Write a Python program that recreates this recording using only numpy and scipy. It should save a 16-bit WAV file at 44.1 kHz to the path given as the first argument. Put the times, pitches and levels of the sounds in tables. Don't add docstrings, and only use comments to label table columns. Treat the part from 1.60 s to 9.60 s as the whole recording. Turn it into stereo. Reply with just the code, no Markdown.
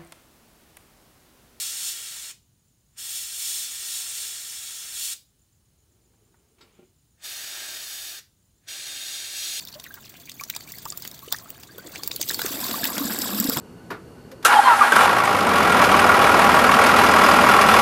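import sys
import numpy as np
from scipy import signal
from scipy.fft import rfft, irfft
from scipy.io import wavfile

SR = 44100
rng = np.random.default_rng(int(sys.argv[2]) if len(sys.argv) > 2 else 0)


def transcribe(u):
    v = np.clip(np.atleast_2d(u).T, -1, 1)
    q = np.round(v * 32767).astype(np.int16)
    wavfile.write(sys.argv[1], SR, q)


N = 352800
TIME, FREQ = np.arange(N) / SR, np.fft.rfftfreq(N, 1 / SR)


def airbrush(usual_db=-36, flutter_db=0.4, buffet_db=0.4, dulling=0.37):
    bursts = [(-.1, 0.713, .02, 0, -15.5, -9.5), (1.384, 3.534, 0.022, 0, -17, -8.5),
              (5.646, 6.592, 0.04, 1, -12.5, -6), (7.086, 8.2, .02, 2, -11, -12)]
    # t/s, level/dB
    strengths = [[(0.01, -29.5), (0.154, -33.5), (0.286, -29), (0.348, -36), (0.7, -39)], [(1.39, -37.5), (1.56, -32), (1.69, -36.5), (1.86, -30), (2.03, -31),
                                     (2.08, -35), (2.24, -34.5), (2.37, -30.5), (2.44, -34.5), (2.62, -32),
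                                     (2.75, -36.5), (3.31, -37.5), (3.43, -30), (3.53, -32)], [(5.66, -37), (6.504, -37.5), (6.59, -42.5)], [(7.1, -36.5), (7.2, -37),
                                                                            (7.57, -34), (7.694, -36),
                                                                            (7.802, -31.5), (7.98, -31)]]
    # f/Hz, level/dB
    colours = [[(150.0, -37), (350.0, -25), (520.0, -25.5), (750.0, -20.5), (1050.0, -25.5),
                (1600.0, -16.5), (2300.0, -9), (3500.0, 0), (5500.0, -0.5), (8200.0, 2.5), (10500.0, -9),
                (13000.0, -13), (15500.0, -12.5)], [(150.0, -33), (350.0, -17.5), (520.0, -25), (750.0, -15),
                                    (1050.0, -19.5), (1600.0, -4.5), (2300.0, -5.5), (3500.0, 3.5),
                                    (5500.0, 4), (8200.0, 0), (10500.0, -9), (13000.0, -11),
                                    (15500.0, -13.5)], [(150.0, -34), (350.0, -16.5), (520.0, -30.5),
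                                                         (750.0, -15), (1050.0, -20.5), (1600.0, -7),
                                                         (2300.0, -5.5), (3500.0, 1), (5500.0, -3.5),
                                                         (8200.0, -2.5), (10500.0, -13), (13000.0, -24),
                                                         (15500.0, -20)]]
    # delay/ms, gain
    echoes = [[(0.444, -0.12), (0.579, 0.2), (0.71, 0.17), (0.946, 0.087), (1.013, -0.18), (1.128, 0.14),
               (1.232, -0.13), (1.937, -0.13)], [(0.266, 0.15), (0.547, -0.13), (0.673, -0.18), (0.785, -0.098),
                                   (0.943, -0.26), (1.3, -0.052), (1.467, -0.15), (2.02, -0.13)], [(0.491, 0.085), (0.617, 0.12), (0.716, 0.13),
                                                        (0.875, 0.21), (0.95, -0.069), (1.201, 0.113),
                                                        (1.401, 0.049), (2.047, -0.097)]]
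    # f/Hz, width/Hz, level/dB
    hollows = [[(947, 71, 8.5), (1390, 200, 3.5), (1490, 93, -4), (2296, 83, 5.5), (3620, 330, 4.5),
                (3800, 430, -11), (3850, 46, 16), (4004, 56, 13), (4450, 87, 2.5), (4800, 200, -3),
                (5500, 36, -19), (6020, 78, 8.5), (6220, 170, -7.5), (6680, 48, 11), (7230, 43, 3),
                (9050, 48, -1), (9600, 590, 5), (11300, 70, 3.5), (12550, 250, 3), (13050, 187, 2)], [(603, 96, 5.5), (1240, 150, 5), (1463, 48, 6), (2500, 66, 6),
                                    (2530, 96, -3), (3030, 60, 6.5), (3666, 120, 2.5), (3870, 120, -8),
                                    (4350, 91, 4.5), (4770, 70, -10), (5050, 200, 2), (5320, 78, -10),
                                    (7440, 250, -12), (10530, 60, 7), (12700, 61, 7.6)], [(563, 180, 17.5), (1390, 93, -5.5),
                                                         (2810, 73, 7.5), (2900, 76, -4), (3430, 60, -3),
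                                                         (3710, 110, 7), (4200, 480, 4), (4880, 53, -10),
                                                         (4960, 200, 9), (5710, 60, -8), (5780, 170, 8.5),
                                                         (6660, 200, 7.5), (12300, 260, 7), (13182, 270, 6),
                                                         (14150, 300, 5), (14650, 200, -4)]]
    # t/s, rush gain/dB
    tilt = [(0, 0), (1.4, -1.5), (1.68, -1.5), (1.98, .3), (2.58, 1.4), (2.85, -0.1), (5.64, -0.2),
            (6.0, 4), (6.36, -1.5), (6.52, -1), (8, -2)]
    positions = [jet_bands(*tables) for tables in zip(colours, echoes, hollows)]
    buffet = amp(buffet_db * wander(rate_hz=150))
    tilt_db = np.interp(TIME, *np.transpose(tilt), 0, 0)
    out = np.zeros((2, N))
    for (open_s, shut_s, opening_s, position, rush_trim_db, fizz_trim_db), jet in zip(bursts, strengths):
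        rush, hiss, fizz = positions[position]
        lift = valve(open_s, shut_s, opening_s)
        push_db = np.interp(TIME, *np.transpose(jet)) - usual_db
        rush_db = rush_trim_db - 0.48 + 0.26 * push_db + tilt_db
        hiss_db = push_db - 1.25
        fizz_db = fizz_trim_db - 0.5 + 1.23 * push_db - 0.65 * tilt_db
        out += rush * amp(rush_db) * buffet * lift ** (1 - dulling)
        out += hiss * amp(hiss_db) * lift
        out += fizz * amp(fizz_db) * lift ** (1 + dulling)
    return out * amp(usual_db + flutter_db * wander(rate_hz=45))


def jet_bands(colour, echoes, hollow):
    comb = 1 + sum(gain * np.exp(-2j * np.pi * FREQ * ms / 1000) for ms, gain in echoes)
    free = rfft(rng.standard_normal(N)) * amp(log_interp(colour, FREQ))
    close = free * comb * amp(peaks_db(hollow))
    low = 1 / (1 + (FREQ / 2300) ** 8)
    high = 1 - 1 / (1 + (FREQ / 10300) ** 16)
    bands = []
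    for share, lo_hz, hi_hz in [(low, 500, 2200), (1 - low - high, 2500, 10000), (high, 10500, 15500)]:
        reference_rms = np.std(irfft(close * (FREQ > lo_hz) * (FREQ < hi_hz), N))
        bands.append(irfft(np.array([close, free]) * share, N) / reference_rms)
    return bands


def valve(open_s, shut_s, opening_s, leak_db=-22, leak_s=0.022, snap_s=0.007):
    early_s = np.maximum(open_s - TIME, 0)
    leak = amp(leak_db) * np.exp(-early_s / leak_s)
    lift = np.maximum(np.exp(-3 * early_s / opening_s), leak)
    return lift * np.exp(-np.maximum(TIME - shut_s, 0) / snap_s)


def hand_rubs(rise_s=0.0019):
    # f/Hz, level/dB
    sleeve_colour = [(100, -32), (200, -0.5), (270, -6), (390, 3), (560, -10.5), (1300, -16.5), (3000, -30)]
    paper_colour = [(300, -24), (700, -4), (1300, -4), (1700, -9), (2300, 0), (3400, -5), (5000, -15),
                    (12000, -30)]
    slides = [(4.75, .6, 0.44, -70.5, -83), (5.04, 0.05, 0.071, -64, -69), (5.19, 0.088, 0.068, -78, -69)]
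    # t/s, level/dB, decay/s, low f/Hz, high f/Hz
    scuffs = [(4.535, -70, .008, 700, 1800), (4.742, -63, .007, 800, 2000), (4.983, -65, 0.024, 900, 4200),
              (5.008, -54, 0.015, 900, 5240)]
    sleeve, paper, out = noise(sleeve_colour), noise(paper_colour), np.zeros(N)
    for at_s, swell_s, fade_s, sleeve_db, paper_db in slides:
        speed = np.exp(-((TIME - at_s) / np.where(TIME < at_s, swell_s, fade_s)) ** 2)
        out += speed * (amp(sleeve_db) * sleeve + amp(paper_db) * paper)
    t = np.arange(SR // 4) / SR
    for at_s, db, decay_s, lo_hz, hi_hz in scuffs:
        bandpass = signal.butter(4, [lo_hz, hi_hz], "band", fs=SR, output="sos")
        rub = unit(signal.sosfilt(bandpass, rng.standard_normal(len(t))))
        stroke = (1 - np.exp(-t / rise_s)) * np.exp(-t / decay_s)
        add(out, at_s, amp(db) * rub * stroke / stroke.max())
    return out


def knocks():
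    # t/s, level/dB
    clinks = [(5.011, -54.5), (5.024, -60)]
    bumps = [(5.19, -46.5), (5.218, -61), (5.226, -53), (5.238, -66)]
    # f/Hz, level/dB, t60/s
    fitting = [(1360, -2, 0.12), (2050, -7, 0.091), (3560, -4, 0.072), (3758, 0, 0.073), (4460, -2, 0.1),
               (4860, -4, .1), (5220, -7, .11), (7833, -6, 0.11), (11900, -14, .07)]
    panel = [(204, 1.5, 0.058), (240, 0, .05), (372, 5.5, 0.068), (447, -6, 0.076), (570, -9, 0.078),
             (785, -9, .06), (1040, -20, .05), (1400, -16, .06)]
    out = np.zeros(N)
    for at_s, db in clinks:
        add(out, at_s, amp(db) * ring(fitting, rise_s=0.00091))
    for at_s, db in bumps:
        add(out, at_s, amp(db) * ring(panel, rise_s=0.0019))
    return out


def ring(modes, rise_s):
    t = np.arange(SR // 3) / SR
    partials = sum(amp(db - 60 * t / t60_s) * np.sin(2 * np.pi * hz * t) for hz, db, t60_s in modes)
    return partials * (1 - np.exp(-t / rise_s))


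def crickets():
    high_runs = [(.799, 3.6, .1263), (3.663, 4.0, .1305), (4.178, 6.6, .118), (6.695, 8.0, .129)]
    low_runs = [(.857, 6.65, .1332), (6.768, 8.0, .1345)]
    high = cricket(high_runs, glide_hz=(7400, 6960), stroke_s=0.0099, step_s=0.026,
                   strokes_db=[-70, -67.5, -79])
    low = cricket(low_runs, glide_hz=(6900, 6640), stroke_s=0.01, step_s=0.029, strokes_db=[-69, -72])
    return high + low


def cricket(runs, glide_hz, stroke_s, step_s, strokes_db, jitter_s=0.002):
    out, size = np.zeros(N), round(stroke_s * SR)
    phase = 2 * np.pi * np.cumsum(np.linspace(*glide_hz, size)) / SR
    window = signal.windows.tukey(size, 0.6)
    for at_s in np.concatenate([np.arange(*run) for run in runs]):
        for k, db in enumerate(strokes_db):
            force, detune, late = rng.standard_normal(3)
            tone = np.sin(phase * (1 + 0.009 * detune)) * window
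            add(out, at_s + k * step_s + jitter_s * late, amp(db + 1.7 * force) * tone)
    return out


def clutter(x, scatter_db):
    size = round(0.012 * SR)
    taps = rng.standard_normal(size) * (np.arange(size) > size // 6)
    taps = signal.sosfilt(signal.butter(1, 4000, "high", fs=SR, output="sos"), taps)
    return x + amp(scatter_db) * signal.fftconvolve(x, taps / np.linalg.norm(taps))[:N]


def garage(x, predelay_s=0.003, tap_density=0.05):
    # f/Hz, t60/s
    decay = [(200, 0.46), (1500, 0.23), (4500, 0.28), (8000, 0.22), (15000, 0.27)]
    size = SR // 2
    taps = rng.choice([-1., 1.], size) * (rng.random(size) < tap_density)
    taps *= np.arange(size) > predelay_s * SR
    hz, t, bands = signal.stft(taps, SR, nperseg=256)
    t60_s = log_interp(decay, hz)[:, None]
    _, tail = signal.istft(bands * amp(-60 * t / t60_s), SR)
    return signal.fftconvolve(x, tail / np.linalg.norm(tail))[:N]


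def background(gain_db=-65.24):
    # f/Hz, level/dB
    colour = [(24, -29), (45, -4), (70, -1.5), (115, -2.5), (200, -10.5), (350, -17.5), (550, -24.5),
              (2300, -31.5), (4100, -27.5), (5600, -28.5), (6700, -28.5), (9300, -27.5), (12500, -32.5),
              (15500, -28)]
    # f/Hz, width/Hz, level/dB
    hiss_peaks = [(2980, 170, 4.5), (4040, 110, 2), (5170, 70, 3), (6380, 200, 7), (8580, 70, 2),
                  (8900, 90, 4), (9300, 60, 9), (9410, 60, 1), (10705, 64, 5), (11070, 70, 11),
                  (13610, 80, 1), (13700, 80, 7)]
    return amp(gain_db) * clutter(noise(colour, hiss_peaks), scatter_db=-10)


def noise(colour, peaks=()):
    gain = amp(log_interp(colour, FREQ) + peaks_db(peaks))
    return unit(irfft(rfft(rng.standard_normal(N)) * gain, N))


def wander(rate_hz):
    return unit(irfft(rfft(rng.standard_normal(N)) / (1 + (FREQ / rate_hz) ** 4), N))


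def peaks_db(peaks):
    return sum(db / (1 + (2 * (FREQ - hz) / width_hz) ** 2) for hz, width_hz, db in peaks)


def log_interp(points, hz):
    knots_hz, values = np.transpose(points)
    return np.interp(np.log(hz + 1), np.log(knots_hz + 1), values)


def amp(db):
    return 10 ** (np.asarray(db) / 20)


def unit(x):
    return x / np.sqrt(np.mean(x ** 2) + 1e-30)


def add(mix, at_s, sound):
    part = mix[max(round(at_s * SR), 0):][:len(sound)]
    part += sound[:len(part)]


def scene():
    chirps = crickets()
    close_jet, free_jet = airbrush()
    handling = hand_rubs() + knocks()
    room = garage(amp(-7.5) * free_jet + amp(-9.5) * handling + amp(-1) * chirps)
    mono = clutter(close_jet, scatter_db=-12.5) + handling + chirps + room + background()
    return np.array([mono, mono])


def record(dry, cutoff_hz=15800):
    lowpass = signal.firwin(711, cutoff_hz, window=("kaiser", 9), fs=SR)
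    return signal.oaconvolve(dry, lowpass[None], "same")


dry = scene()
out = record(dry)
transcribe(out)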